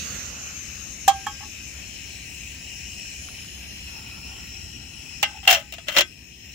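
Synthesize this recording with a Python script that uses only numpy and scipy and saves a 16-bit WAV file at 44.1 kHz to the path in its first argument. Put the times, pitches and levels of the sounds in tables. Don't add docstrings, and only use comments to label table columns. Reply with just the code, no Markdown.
import sys
import numpy as np
from scipy import signal
from scipy.fft import rfft, irfft
from scipy.io import wavfile
from scipy.ndimage import uniform_filter1d

SR = 44100
rng = np.random.default_rng(int(sys.argv[2]) if len(sys.argv) > 2 else 0)


def digitize_waveform(pressure):
    field = np.atleast_2d(pressure).T
    bounded = np.clip(field, -1, 1)
    quanta = np.round(bounded * 32767).astype(np.int16)
    wavfile.write(sys.argv[1], SR, quanta)


N = 288414
TIME = np.arange(N) / SR
FRAME_S = np.arange(N // 256 + 6) * 256 / SR
BIN_HZ = np.fft.rfftfreq(1024, 1 / SR)
RING_S = np.arange(SR // 2) / SR

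# start_s, level_db
WARMING_TICKS = [(3.286, -35), (3.445, -43), (3.577, -47)]
# start_s, end_s, first_db, last_db, pan_db, hoot_db
RIM_STROKES = [(5.256, 5.404, -60, -47, 9, 4), (5.427, 5.484, -39, -36, 8, -1),
               (5.471, 5.557, -16, -21, 3, -4), (5.552, 5.632, -22, -47.5, 8, 0.5),
               (5.865, 5.978, -39, -25.5, 6, -11), (5.96, 6.025, -17.5, -28, 16, -14)]
# start_s, level_db, treble_db, pan_db
LID_IMPACTS = [(5.2285, -1, -1, 1), (5.24, -10.5, -17.5, 7), (5.4765, 2.5, -2, 3), (5.497, -3, -11, 1),
               (5.502, -5, 3, 14), (5.51, -5.5, 14, 2), (5.5272, -2.5, 6, 15), (5.537, -9, 2, -5),
               (5.547, -4.5, -5, 4.5), (5.568, -19, -9, 4), (5.724, -27, 11, 6), (5.738, -25.5, 8.5, 9),
               (5.783, -22, -15, 8), (5.8847, -7.5, -6.5, 7), (5.966, 0, -12, 8), (5.972, 1.5, -9, 0),
               (5.984, 0, 2, -1), (5.989, -2.5, 2, 6), (6.008, 0, -2, 5.5)]
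# time_s, decay_db_per_s
FINGER_DAMPING = [(5.25, 15), (5.6, 38), (5.9, 3), (6.0, 212)]
# time_s, closed_fraction
MOUTH_CLOSURE = [(5.38, 0), (5.48, 0.27), (5.53, .4), (5.58, 0.78), (5.78, 0.5), (5.9, 0.83), (5.97, 0.89)]
# start_s, level_db, scrape_db, pan_db, contact_s, low_modes_db
KETTLE_IMPACTS = [(1.0785, -3.5, 3, 2.5, 0.0023, -1), (1.0823, -11, -12, -31, 0.0022, 6),
                  (1.266, -6.5, -12, -3, 0.004, -33), (1.405, -28.5, -7, -9, 0.0047, -8),
                  (1.425, -18.5, -13, 1, 0.0082, -23)]
# time_s, level_db
FLAME_ENVELOPE = [(0, -41.5), (.35, -47.5), (3.7, -48), (4.4, -46), (5.4, -50), (6.54, -52)]
# time_s, level_db
JET_ENVELOPE = [(0, -32.5), (.4, -38), (1, -40), (1.4, -40), (3.6, -40), (4.3, -40.5), (4.9, -44),
                (5.12, -40.5)]
# time_s, pan_db
JET_PAN = [(0, -4.5), (.3, -3), (.65, 8.5), (1.9, 8.5), (3.3, 5.5), (4.4, 5), (4.85, 9.5), (6.2, 10.5),
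           (6.54, 7)]
# time_s, hidden_fraction
SCREENING = [(0, 0.14), (.6, 0.28), (1, 0.43), (1.3, 0.65), (1.85, 0.66), (2.3, 0.9), (3.3, 0.86),
             (3.55, .78), (4.1, 1)]
# start_s, end_s, level_db
MOUTH_PASSES = [(0.202, 0.424, 3), (3.99, 4.35, -8), (4.589, 5.3, -14)]

# pitch_hz, level_db, t60_s
LID_PARTIALS = [(1270, -19.5, 0.22), (1540, -28, 0.39), (2015, -16, 0.15), (2210, -34, 0.2),
                (2410, -38, 0.11), (2763, -2.5, 0.11), (2880, -14.5, 0.12), (2795, -6.5, 0.051),
                (3155, -9, 0.12), (3340, -30.5, 0.13), (3370, -15, 0.19), (3800, -31, 0.07),
                (4100, -12, 0.054), (4910, -23.5, 0.14), (5710, -10.5, 0.088), (6970, -24.5, 0.2)]
OPEN_BODY_PARTIALS = [(826, -30, 0.39), (1570, -36, 0.23), (2062, -24, 0.16)]
SHUT_BODY_PARTIALS = [(320.3, -34.5, 0.28), (362, -33.5, 0.14), (1547, -27.5, 0.17), (2065, -25, 0.15)]
KETTLE_PARTIALS = [(791.7, -2.5, 0.12), (780, -16, 0.27), (818.5, -18, 0.13), (842, -13, .09),
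                   (1105, -28, 0.049), (1110, -19.5, 0.13), (1277, -22.5, 0.1), (1600, -34.5, 0.54),
                   (1645, -16, 0.053), (1734, -8, 0.032), (2280, -27, 0.15), (3224, -16.5, 0.15)]

# centre_hz, width_hz, level_db
RIM_BANDS = [(1480, 320, -11.5), (2040, 85, -5), (2730, 48, 4), (2940, 42, -12), (3110, 110, 2),
             (3370, 120, -6), (3860, 75, -19), (5490, 95, -10)]
CAVITY_BANDS = [(830, 150, 1.5), (1080, 70, -2), (1400, 130, 0.5)]
NOZZLE_BANDS = [(6630, 690, -6.5), (6540, 430, -2), (9800, 620, -9)]
BURNER_BANDS = [(1581, 30, -8), (1914, 145, -7), (2527, 310, 3), (2908, 337, 0), (4064, 380, -8),
                (5280, 240, 1.5), (5590, 310, -2.5), (7200, 510, -13)]

# frequency_hz, density_db
CLACK_SPECTRUM = [(150, -46), (300, -20), (430, -34), (560, -1.5), (1000, -5.5), (2000, 2), (3000, 4),
                  (4000, -1.5), (4800, -6.5), (5800, -3.5), (7300, -4), (8500, -13.5), (11500, -15.5),
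                  (13500, -11.5), (15700, -3)]
SCRAPE_SPECTRUM = [(150, -16.5), (450, -15.5), (750, -10), (1250, 8), (1420, -13.5), (1700, -17.5),
                   (1950, -6.5), (2300, -7.5), (3400, -3.5), (4700, -8.5), (7000, 1.5), (9500, -10),
                   (11500, -10), (15000, -7.5)]
FLAME_SPECTRUM = [(20, -36.5), (33, -17), (42, -7.5), (52, -7.5), (65, 2.5), (85, -3), (120, -8.5),
                  (200, -10), (300, -15.5), (420, -22), (650, -35), (1200, -46)]
BARE_JET_SPECTRUM = [(290, -42), (500, -7), (933, -21.5), (1210, -9), (2290, -7.5), (2610, -1.5),
                     (3290, -14), (3750, -11), (4530, -13.5), (6330, 1.5), (9090, -27), (9630, -31),
                     (10100, -27.5), (14200, -19), (16000, -34.5)]
SCREENED_JET_SPECTRUM = [(400, -27.5), (700, -14), (1100, -23), (1450, -31.5), (1800, -17), (3500, -21.5),
                         (4700, -23), (5300, -10.5), (7600, -9.5), (8300, -19), (9300, -22), (10400, -21),
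                         (11500, -34), (12600, -23), (15700, -19.5)]
TICK_SPECTRUM = [(600, -36.5), (1300, 3.0), (3000, -4), (6000, -33)]
WOBBLE_SPECTRUM = [(25, -7), (60, -2.5), (200, -68)]
ROUGHNESS_SPECTRUM = [(200, -2), (900, -60)]
FLUTTER_SPECTRUM = [(3, -11), (12, -8.5), (40, -30.0), (200, -100)]

# frequency_hz, correlation
FLAME_COHERENCE = [(60, 0.89), (130, .9), (290, 0.68), (640, 0.075)]
BURST_COHERENCE = [(300, 0.6), (650, 0.24), (1300, 0.14), (3100, 0.1), (6000, 0.016)]
RUB_COHERENCE = [(600, 0.6), (1500, 0.21), (3100, 0.24), (6000, .05)]
JET_COHERENCE = [(1400, 0.034), (2700, 0.79), (5400, 0.25), (9000, 0.065)]
# frequency_hz, pan_factor
SHADOW = [(700, 0.036), (1400, 0.228), (2500, 1.23), (4000, 0.52), (5300, 1.05), (6500, 1.3),
          (7500, .5), (15000, .25)]


def gain_of(db):
    return 10 ** (np.asarray(db) / 20)


def unit_rms(x):
    return x / np.sqrt(np.mean(x ** 2) + 1e-20)


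def at_hz(points, hz):
    frequencies, values = np.transpose(points)
    return np.interp(np.log(hz + 1), np.log(frequencies), values)


def at_time(points, t):
    return np.interp(t, *np.transpose(points))


def pan(pan_db):
    pair = gain_of([pan_db / 2, -pan_db / 2]).reshape(2, -1)
    return pair / np.sqrt(np.mean(pair ** 2, axis=0))


def gate(t, start, end, fade_s):
    outside = np.clip(np.maximum(start - t, t - end) / fade_s, 0, 1)
    return np.cos(np.pi / 2 * outside) ** 2


def add(mix, start_s, sound):
    part = mix[:, round(start_s * SR):][:, :sound.shape[1]]
    part += sound[:, :part.shape[1]]


def noise(spectrum, coherence, size, treble_db=0):
    hz = np.fft.rfftfreq(size, 1 / SR)
    left, independent = rfft(rng.standard_normal((2, size)))
    likeness = at_hz(coherence, hz)
    right = likeness * left + np.sqrt(1 - likeness ** 2) * independent
    shelf = gain_of(treble_db * hz ** 2 / (hz ** 2 + 4000 ** 2))
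    shape = unit_rms(gain_of(at_hz(spectrum, hz))) * shelf
    return irfft(np.array([left, right]) * shape, size)


def resonance_power(bands):
    return sum(gain_of(db) ** 2 / (1 + ((BIN_HZ - hz) / (0.67 * width)) ** 2) ** 2
               for hz, width, db in bands)


def ring(modes, scatter_db, spread_hz, detune):
    hz, db, t60 = np.transpose(modes)[:, :, None]
    weight, phase, shift = rng.standard_normal((3, 2, len(modes), 1))
    spread = np.minimum((hz / spread_hz) ** 2, 2)
    waves = np.sin(2 * np.pi * hz * (1 + detune * spread * shift[0]) * RING_S + phase * spread)
    return np.sum(gain_of(db + scatter_db * weight * spread / 2 - 60 * RING_S / t60) * waves, axis=1)


def burst(spectrum, rise_s, t60_s, treble_db):
    crowd = noise(spectrum, BURST_COHERENCE, len(RING_S), treble_db) * (1 - np.exp(-RING_S / rise_s))
    top = signal.sosfiltfilt(signal.butter(2, 6500, "high", fs=SR, output="sos"), crowd)
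    decay = gain_of(-60 * RING_S / t60_s)
    return (crowd - top) * decay + top * decay ** 2.1


def ticks():
    out = np.zeros((2, N))
    for start_s, db in WARMING_TICKS:
        add(out, start_s, gain_of(db) * burst(TICK_SPECTRUM, rise_s=0.00025, t60_s=0.025, treble_db=-5))
    return out


def cavity_tone(t, open_hz=822, shut_hz=547.6):
    pitch_hz = open_hz + (shut_hz - open_hz) * at_time(MOUTH_CLOSURE, t)
    return np.sin(2 * np.pi * np.cumsum(pitch_hz) / SR)


def lid_friction(grit_db=-16, rough_db=-3.0):
    power = resonance_power(RIM_BANDS) + gain_of(grit_db + at_hz(CLACK_SPECTRUM, BIN_HZ)) ** 2
    rub = noise(np.column_stack([BIN_HZ + 1, 10 * np.log10(power)]), RUB_COHERENCE, N)
    hoot = noise(WOBBLE_SPECTRUM, RUB_COHERENCE, N)[0] * cavity_tone(TIME)
    rub *= gain_of(rough_db * noise(ROUGHNESS_SPECTRUM, RUB_COHERENCE, N)[0])
    out = np.zeros((2, N))
    for start_s, end_s, first_db, last_db, pan_db, hoot_db in RIM_STROKES:
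        span = slice(round(start_s * SR), round(end_s * SR))
        stroke = rub[:, span] * pan(pan_db) + gain_of(hoot_db) * hoot[span]
        size = stroke.shape[1]
        envelope = gain_of(np.linspace(first_db, last_db, size)) * signal.windows.tukey(size, .2)
        add(out, start_s, stroke * envelope)
    return out


def lid(ring_db=-14, snap_db=-5, clack_db=-9, tail_db=-25, air_db=-12, air_rise_s=0.0042,
        air_t60_s=0.045):
    out = np.zeros((2, N))
    for start_s, db, treble_db, pan_db in LID_IMPACTS:
        damping = gain_of(-np.maximum(at_time(FINGER_DAMPING, start_s), 0) * RING_S)
        shut = at_time(MOUTH_CLOSURE, start_s)
        metal = gain_of(ring_db) * ring(LID_PARTIALS, scatter_db=6.0, spread_hz=1970, detune=0.0018)
        snap = gain_of(snap_db) * burst(CLACK_SPECTRUM, rise_s=.0001, t60_s=.008, treble_db=treble_db + 4)
        clack = gain_of(clack_db) * burst(CLACK_SPECTRUM, rise_s=0.0014, t60_s=0.08, treble_db=treble_db)
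        tail = gain_of(tail_db) * burst(CLACK_SPECTRUM, rise_s=0.0022, t60_s=0.29, treble_db=-12)
        body = sum(share ** 4 * ring(modes, scatter_db=-4, spread_hz=2440, detune=0.0025)
                   for share, modes in [(1 - shut, OPEN_BODY_PARTIALS), (shut, SHUT_BODY_PARTIALS)])
        puff_db = air_db + 0.82 * db
        puff = gain_of(puff_db - 60 * RING_S / air_t60_s) * (1 - np.exp(-RING_S / air_rise_s))
        air = damping * puff * cavity_tone(start_s + RING_S)
        strike = damping * pan(pan_db) * (metal + snap + clack + tail)
        add(out, start_s, gain_of(db) * (strike + body) + air)
    return out


def kettle(scrape_db=-9, treble_per_db=0.18, cutoff_cycles=11.0):
    out = np.zeros((2, N))
    hz, mode_db, t60 = np.transpose(KETTLE_PARTIALS)
    is_base = hz < 810
    for start_s, db, grit_db, pan_db, contact_s, low_db in KETTLE_IMPACTS:
        rolloff_db = 10 * np.log10(1 + (hz * contact_s / cutoff_cycles) ** 4)
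        modes = np.column_stack([hz, mode_db + low_db * is_base - rolloff_db, t60])
        body = ring(modes, scatter_db=0.0, spread_hz=1890, detune=0.00181)
        body *= 1 - np.exp(-RING_S / contact_s)
        scrape = burst(SCRAPE_SPECTRUM, rise_s=contact_s / 2, t60_s=0.11, treble_db=treble_per_db * db)
        add(out, start_s, gain_of(db) * pan(pan_db) * (body + gain_of(scrape_db + grit_db) * scrape))
    return out


def flame(level_db=3, flutter_db=0.5):
    flutter = noise(FLUTTER_SPECTRUM, FLAME_COHERENCE, N)[0]
    envelope = gain_of(level_db + at_time(FLAME_ENVELOPE, TIME) + flutter_db * flutter)
    return noise(FLAME_SPECTRUM, FLAME_COHERENCE, N) * envelope


def burner_response(hidden, nozzle_db=19.5, screening_db=-29.5, cavity_rest_db=-33.5):
    passes = sum(gain_of(db) * gate(FRAME_S, start_s, end_s, fade_s=.22)
                 for start_s, end_s, db in MOUTH_PASSES)
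    cavity = (gain_of(cavity_rest_db) + passes[:, None]) ** 2 * resonance_power(CAVITY_BANDS)
    nozzle = gain_of(nozzle_db + screening_db * hidden) ** 2 * resonance_power(NOZZLE_BANDS)
    tube = gain_of(at_hz(SCREENED_JET_SPECTRUM, BIN_HZ)) ** 2 + resonance_power(BURNER_BANDS)
    bare = gain_of(at_hz(BARE_JET_SPECTRUM, BIN_HZ))
    shape = np.sqrt(tube + nozzle + cavity) ** hidden * bare ** (1 - hidden)
    return shape / np.sqrt(np.mean(shape ** 2, axis=1, keepdims=True))


def reflection(hidden, depth=0.093, ground_m=0.26, kettle_m=0.52):
    path_m = ground_m + (kettle_m - ground_m) * hidden
    delay_s = path_m * np.array([1, 1.12])[:, None, None] / 343
    return 1 + depth * np.cos(2 * np.pi * BIN_HZ * delay_s)


def smoothed(field, frames, bins):
    return unit_rms(uniform_filter1d(uniform_filter1d(field, frames, axis=0), bins, axis=1))


def jet(level_db=2.0, shimmer_db=1.75, drift_db=2.5, hand_db=-7.5):
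    hidden = at_time(SCREENING, FRAME_S)[:, None]
    real, imaginary, fields = rng.standard_normal((3, 2, len(FRAME_S), len(BIN_HZ)))
    spectra = real + 1j * imaginary
    shimmer = smoothed(fields[0], frames=12, bins=12)
    drift = smoothed(fields[1], frames=90, bins=8) * np.minimum(BIN_HZ / 6000, 1.3)
    likeness = at_hz(JET_COHERENCE, BIN_HZ)
    lag_rad = .5 + 2.5 * np.roll(drift, len(FRAME_S) // 2, axis=0)
    spectra[1] = (likeness * spectra[0] + np.sqrt(1 - likeness ** 2) * spectra[1]) * np.exp(-1j * lag_rad)
    pan_db = at_time(JET_PAN, FRAME_S)[:, None] * at_hz(SHADOW, BIN_HZ)
    spectra *= pan(pan_db.ravel()).reshape(spectra.shape)
    spectra *= burner_response(hidden) * reflection(hidden)
    spectra *= gain_of(shimmer_db * shimmer + drift_db * drift)
    hiss = unit_rms(signal.istft(spectra.swapaxes(1, 2), nperseg=1024, noverlap=768)[1][:, :N])
    hand = gate(TIME, 5.62, 6.22, fade_s=0.62)
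    return hiss * gain_of(level_db + at_time(JET_ENVELOPE, TIME) + hand_db * hand)


def scene():
    return jet() + flame() + kettle() + lid() + lid_friction() + ticks()


def record(dry, cutoff_hz=15800):
    rounded = dry / (1 + dry ** 4) ** (1 / 4)
    lowpass = signal.firwin(511, cutoff_hz, window=("kaiser", 9), fs=SR)
    return signal.oaconvolve(rounded, lowpass[None], "same")


dry = scene()
out = record(dry)
digitize_waveform(out)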